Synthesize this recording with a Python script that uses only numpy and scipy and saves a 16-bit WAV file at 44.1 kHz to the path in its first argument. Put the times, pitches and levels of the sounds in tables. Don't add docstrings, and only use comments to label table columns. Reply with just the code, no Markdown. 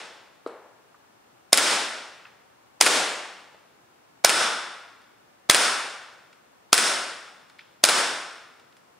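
import sys
import numpy as np
from scipy import signal
from scipy.io import wavfile

SR = 44100
rng = np.random.default_rng(int(sys.argv[2]) if len(sys.argv) > 2 else 0)


def store_pcm(level_fs):
    pcm = np.round(np.clip(level_fs, -1, 1) * 32767).astype(np.int16)
    wavfile.write(sys.argv[1], SR, np.atleast_2d(pcm).T)


N = 396459

# frequency in Hz, relative level per Hz in dB.
ROOM_TONE_SPECTRUM = [(15, -55), (25, -26), (64, -17.5), (137, -7), (165, -10), (269, -7.5), (403, -8),
                      (750, -6.5), (814, -6), (907, -7), (1430, -10.5), (2150, -16.5), (2330, -14.5),
                      (3060, -19.5), (15900, -29)]
# frequency in Hz, correlation from -1 to 1.
ROOM_TONE_LIKENESS = [(60, 0.28), (130, 0.29), (290, 0.45), (640, -0.42), (1410, 0.12), (3100, -0.07),
                      (6820, -0.32), (15000, -0.53)]
HALL_CORRELATION = [(60, 0.95), (290, 0.98), (640, 0.99), (1410, .88), (3100, 0.75), (6820, .8),
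                    (10000, 0.32), (11500, -.4), (15000, -.4)]
# frequency in Hz, left minus right in dB.
LEFT_LEAN = [(60, 5), (110, 0.5), (200, 1), (380, 3), (700, 2.5), (1290, 2), (2380, 0.5), (4400, 0.0),
             (8120, 0), (15000, 2)]
# frequency in Hz, seconds to fall 60 dB.
HALL_DECAY = [(100, 0.8), (260, 0.86), (700, 1.027), (1840, 1.051), (4850, 0.86), (10000, 0.68),
              (14000, .45)]
# frequency in Hz, relative level per Hz in dB.
HALL_SPECTRUM = [(60, -31), (130, -21), (270, -6), (520, -1.5), (850, -1.5), (1400, -4), (2000, -3),
                 (3000, -3.5), (5200, -6.5), (6500, -7.5), (9000, -8.5), (10500, -12), (11700, -19.5),
                 (15000, -12)]
# frequency in Hz, width in Hz, relative gain in dB.
HOLLOW_MODES = [(268, 100, -7.5), (456, 68, 8), (654, 110, -1.5), (1230, 170, 1.5), (4270, 690, -5),
                (8000, 1800, -11)]
METAL_MODES = [(527, 840, -7.5), (1060, 480, -8), (1400, 350, 0), (2420, 650, -0.5), (3600, 1100, -3.5),
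               (5200, 1100, -5), (6100, 940, -8), (9500, 4800, -8)]
MUZZLE_MODES = [(284, 360, -17.5), (730, 260, -4.5), (1369, 370, -8), (2160, 210, -3.5), (3450, 870, -8),
                (5000, 700, -3.5), (5454, 490, -2.5), (6403, 950, -8), (8400, 560, -6.5),
                (9240, 1200, -8.5), (15800, 3100, -14)]
TAIL_MODES = [(1405, 370, 4.5), (3520, 350, -5.5), (5200, 490, 0.5), (8140, 400, -5), (9400, 750, -1.5)]
# start in seconds, level in dB before the dulling.
KNOCK_BLOWS = [(.462, -20.5), (0.472, -34)]
# start in seconds, level in dB before the dulling, centre in Hz, fall one octave off in dB.
SMALL_TICKS = [(0.015, -37.5, 3000, 18), (0.473, -51, 6000, 9), (0.944, -46.5, 1002, 25.5),
               (2.252, -39, 1670, 14), (2.268, -47.5, 1307, 2), (3.544, -43.5, 599, 13),
               (5.016, -55.5, 2490, 1.5), (6.3276, -49, 2010, 2), (7.497, -48, 1780, 1.5),
               (7.586, -52, 2600, 2), (7.591, -38, 2560, 7.5), (7.608, -47, 2603, 8.5),
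               (8.596, -52.5, 3000, 2.5), (8.7242, -57.5, 2485, 2.1), (8.767, -52, 3000, -1)]
# delay in seconds, level in dB (chatter: added to the slam's chatter level),
# brightness in dB per octave, decay time in seconds.
REAR_STOP_HITS = [(.0108, -7, 3, .0017), (0.0125, -7.5, 1.5, 0.0013), (.0185, -11, 5.5, .002)]
CHATTER_HITS = [(.0056, 0, -1, 0.0021), (.009, -5, -2, .003), (0.0127, -6.5, -1.5, .003),
                (0.018, -7.5, 0.5, .003)]
# start in seconds, level in dB, brightness in dB per octave,
# chatter level in dB.
SLIDE_SLAMS = [(1.5741, -0.5, 2, -4.5), (2.857, -13.5, 3, -4.5), (4.2937, -4.5, -0.5, -9.5),
               (5.5461, -4, -0.3, -8.5), (6.7785, -7, 0.4, -9.5), (7.8879, -7, -0.7, -9)]
# level in dB, brightness in dB per octave, bass in dB, ring in dB.
BLASTS = [(-.52, 9, .1, -3, 2.5, 18, -10), (1.5301, 4.87, 0.4, -6.5, 1.1, 6, -7),
          (2.811, 2.47, -.18, -7, 0.28, 0.6, -14.5), (4.2471, 3.5, .02, -8.5, -0.64, -5, 0.5),
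          (5.4981, 2, .09, -8.5, -0.069, -6, -3.1), (6.7296, 1.84, 0.27, -11, 1, 4, -0.5),
          (7.8392, 2, 0.57, -9.5, -0.25, -3, -2)]

BAND_CENTRES_HZ = 32 * 2 ** (np.arange(28) / 3)
ROOM_TONE_DB = -57.5
HALL_BUILD_S, HALL_BASS_HZ = 0.0017, 450
SLIDE_SEND_DB, TICK_SEND_DB, KNOCK_SEND_DB = -13.5, -11.5, -9
HUM_DB, HUM_DECAY_S, HUM_DB_PER_OCTAVE = -9, 0.085, -5
UNEVEN_S, UNEVEN_DB, SLAM_DECAY_S = .0004, 1.5, .0013
MIC_ROLL_HZ, MIC_EDGE_HZ, ABOVE_EDGE_DB = 10800, 10700, -12.5
DUCK_ABOVE_DB, RECOVERY_DB_PER_S, SENSE_S, ATTACK_S = -10.5, 73.5, 0.0027, 0.00086
LOW_CUT_HZ, HIGH_CUT_HZ = 60, 15700


def from_db(db):
    return 10 ** (np.asarray(db) / 20)


def at_hz(table, hz):
    table_hz, values = np.transpose(table)
    return np.interp(np.log(hz), np.log(table_hz), values)


def tilt(db_per_octave):
    return lambda hz: db_per_octave * np.log2(hz / 2000)


def bell(centre_hz, fall_db):
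    return lambda hz: -max(fall_db, 0) * np.log2(hz / centre_hz) ** 2


def filtered(x, order, hz, kind="low"):
    return signal.sosfilt(signal.butter(order, hz, kind, fs=SR, output="sos"), x)


def smoothed(x, lag_s):
    pole = np.exp(-1 / (lag_s * SR))
    return signal.lfilter([1 - pole], [1, -pole], x)


def resonance(x, hz, width_hz):
    r = np.exp(-np.pi * width_hz / SR)
    return signal.lfilter([1, 0, -1], [1, -2 * r * np.cos(2 * np.pi * hz / SR), r * r], x) * (1 - r * r) / 2


def contact(decay_s):
    t = np.arange(3000) / SR
    return (1 - np.exp(-t / 0.00013)) * np.exp(-t / decay_s)


def add_burst(out, start_s, level_db, colour, envelope, modes):
    push = envelope * rng.standard_normal(len(envelope))
    sound = sum((-1) ** k * from_db(peak_db + colour(hz)) * resonance(push, hz, width_hz)
                for k, (hz, width_hz, peak_db) in enumerate(modes))
    i = round(start_s * SR)
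    out[i:i + len(sound)] += from_db(level_db) * sound / np.sqrt(np.sum(sound ** 2) / 132)


def diffuse_bands(likeness):
    white = rng.standard_normal((2, 2, N))
    for k, hz in enumerate(BAND_CENTRES_HZ):
        mid, side = filtered(white[k % 2], 2, [hz / 2 ** (1 / 6), hz * 2 ** (1 / 6)], "band")
        alike = at_hz(likeness, hz)
        lean = from_db(at_hz(LEFT_LEAN, hz) / 2 * np.array([[1], [-1]]))
        yield hz, lean * (np.sqrt(1 + alike) * mid + np.sqrt(1 - alike) * side * [[1], [-1]])


def room_tone():
    noise = sum(from_db(at_hz(ROOM_TONE_SPECTRUM, hz)) * band
                for hz, band in diffuse_bands(ROOM_TONE_LIKENESS))
    return from_db(ROOM_TONE_DB) * noise / np.sqrt(np.mean(noise ** 2))


def hall(slide):
    centres = BAND_CENTRES_HZ
    bass = 1 / (1 + (centres / HALL_BASS_HZ) ** 2)
    sent = [(s, db + tilt(slope)(centres) + bass_db * bass) for s, *_, db, slope, bass_db, _ in BLASTS]
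    sent += [(s, db + SLIDE_SEND_DB + tilt(slope)(centres)) for s, db, slope, _ in slide]
    sent += [(s, db + TICK_SEND_DB + bell(hz, fall)(centres)) for s, db, hz, fall in SMALL_TICKS]
    sent += [(s, db + KNOCK_SEND_DB + bell(centre_hz=577, fall_db=4)(centres)) for s, db in KNOCK_BLOWS]
    starts_s, spectra_db = map(np.array, zip(*sent))
    grid = np.arange(0, N + 44, 44)
    age_s = np.maximum(grid / SR - starts_s[:, None], 0)
    build = (1 - np.exp(-age_s / HALL_BUILD_S)) ** 2
    tail = 0
    for start_db, (hz, band) in zip(spectra_db.T, diffuse_bands(HALL_CORRELATION)):
        level_db = start_db[:, None] + at_hz(HALL_SPECTRUM, hz) - 60 * age_s / at_hz(HALL_DECAY, hz)
        power = np.sum(build * from_db(2 * level_db), axis=0)
        tail = tail + np.interp(np.arange(N), grid, np.sqrt(power)) * band
    return tail + tail_ring(tail)


def tail_ring(tail):
    starts_s, *_, ring_db = np.transpose(BLASTS)
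    latest_shot = np.searchsorted(starts_s, np.arange(N) / SR) - 1
    uneven_db = 1.5 * rng.standard_normal((len(BLASTS), len(TAIL_MODES)))
    ring = sum(from_db(peak_db + uneven_db[latest_shot, k]) * resonance(tail, hz, width_hz)
               for k, (hz, width_hz, peak_db) in enumerate(TAIL_MODES))
    return from_db(ring_db[latest_shot]) * ring


def knock():
    blow, hum = np.zeros((2, N))
    fade = np.exp(-np.arange(SR // 2) / SR / HUM_DECAY_S)
    for s, level_db in KNOCK_BLOWS:
        add_burst(blow, s, level_db, tilt(0), contact(decay_s=0.00077), HOLLOW_MODES)
        add_burst(hum, s, level_db + HUM_DB, tilt(HUM_DB_PER_OCTAVE), fade, HOLLOW_MODES)
    return filtered(blow, 2, hz=1000) + hum


def small_ticks():
    out = np.zeros(N)
    for s, level_db, hz, fall_db in SMALL_TICKS:
        tick, i = np.zeros(3000), round(s * SR)
        add_burst(tick, 0, level_db, bell(hz, fall_db), contact(decay_s=.005), METAL_MODES)
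        top_hz = hz * 2 ** np.sqrt(8 / max(fall_db, 1))
        out[i:i + len(tick)] += filtered(tick, 2, min(top_hz, SR / 3))
    return out


def slide_contacts():
    hits = [(s + delay, *rest) for s, *_ in BLASTS[1:] for delay, *rest in REAR_STOP_HITS]
    hits += [(s + delay, chatter_db + db, *rest)
             for s, *_, chatter_db in SLIDE_SLAMS for delay, db, *rest in CHATTER_HITS]
    chance = rng.standard_normal((len(hits), 2))
    hits = [(s + UNEVEN_S * late, db + UNEVEN_DB * hard, *rest)
            for (s, db, *rest), (late, hard) in zip(hits, chance)]
    return hits + [(s, db, slope, SLAM_DECAY_S) for s, db, slope, _ in SLIDE_SLAMS]


def pistol(slide):
    out, t = np.zeros(N), np.arange(3000) / SR
    hiss = (t < .008) * np.exp(np.minimum(t, .008) / 0.0049)
    hammer = (t < .0022) * 1.
    blast = np.exp(-(t / 0.0025) ** 4) + 0.15 * np.exp(-t / 0.0073)
    rattle = np.exp(-t / 0.0089)
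    for s, level_db, slope, *_ in BLASTS[1:]:
        add_burst(out, s - .008, level_db - 28, tilt(-1.6), hiss, MUZZLE_MODES)
        add_burst(out, s - .0022, level_db - 17, tilt(-4.1), hammer, MUZZLE_MODES)
        add_burst(out, s, level_db, tilt(slope), blast, MUZZLE_MODES)
        add_burst(out, s + .003, level_db - 5, tilt(.1), rattle, METAL_MODES)
    for s, level_db, slope, decay_s in slide:
        add_burst(out, s, level_db, tilt(slope), contact(decay_s), METAL_MODES)
    return out


def scene():
    slide = slide_contacts()
    close = filtered(pistol(slide) + small_ticks() + knock(), 4, MIC_ROLL_HZ)
    reflection = np.diff(np.roll(close, 25), 2, prepend=[0, 0])
    wide = close + 0.54 * reflection * [[1], [-1]]
    direct = wide * from_db([[.4], [-.4]])
    far = hall(slide)
    far = filtered(far, 8, MIC_EDGE_HZ) + from_db(ABOVE_EDGE_DB) * filtered(far, 8, MIC_EDGE_HZ, "high")
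    return direct + far + room_tone()


def record(dry):
    capsule = dry - 0.55 * resonance(dry, hz=11200, width_hz=570)
    level_db = 10 * np.log10(smoothed(np.mean(capsule ** 2, axis=0), SENSE_S) + 1e-12)
    climb_db = RECOVERY_DB_PER_S * np.arange(N) / SR
    held_db = np.maximum.accumulate(level_db + climb_db) - climb_db
    duck_db = smoothed(np.maximum(held_db - DUCK_ABOVE_DB, 0), ATTACK_S)
    clipped = np.clip(capsule * from_db(-duck_db), -1, 1)
    thinned = filtered(clipped, 1, LOW_CUT_HZ, "high")
    high_cut = signal.ellip(10, .3, 60, HIGH_CUT_HZ, fs=SR, output="sos")
    return np.clip(signal.sosfilt(high_cut, thinned), -1, 1)


dry = scene()
out = record(dry)
store_pcm(out)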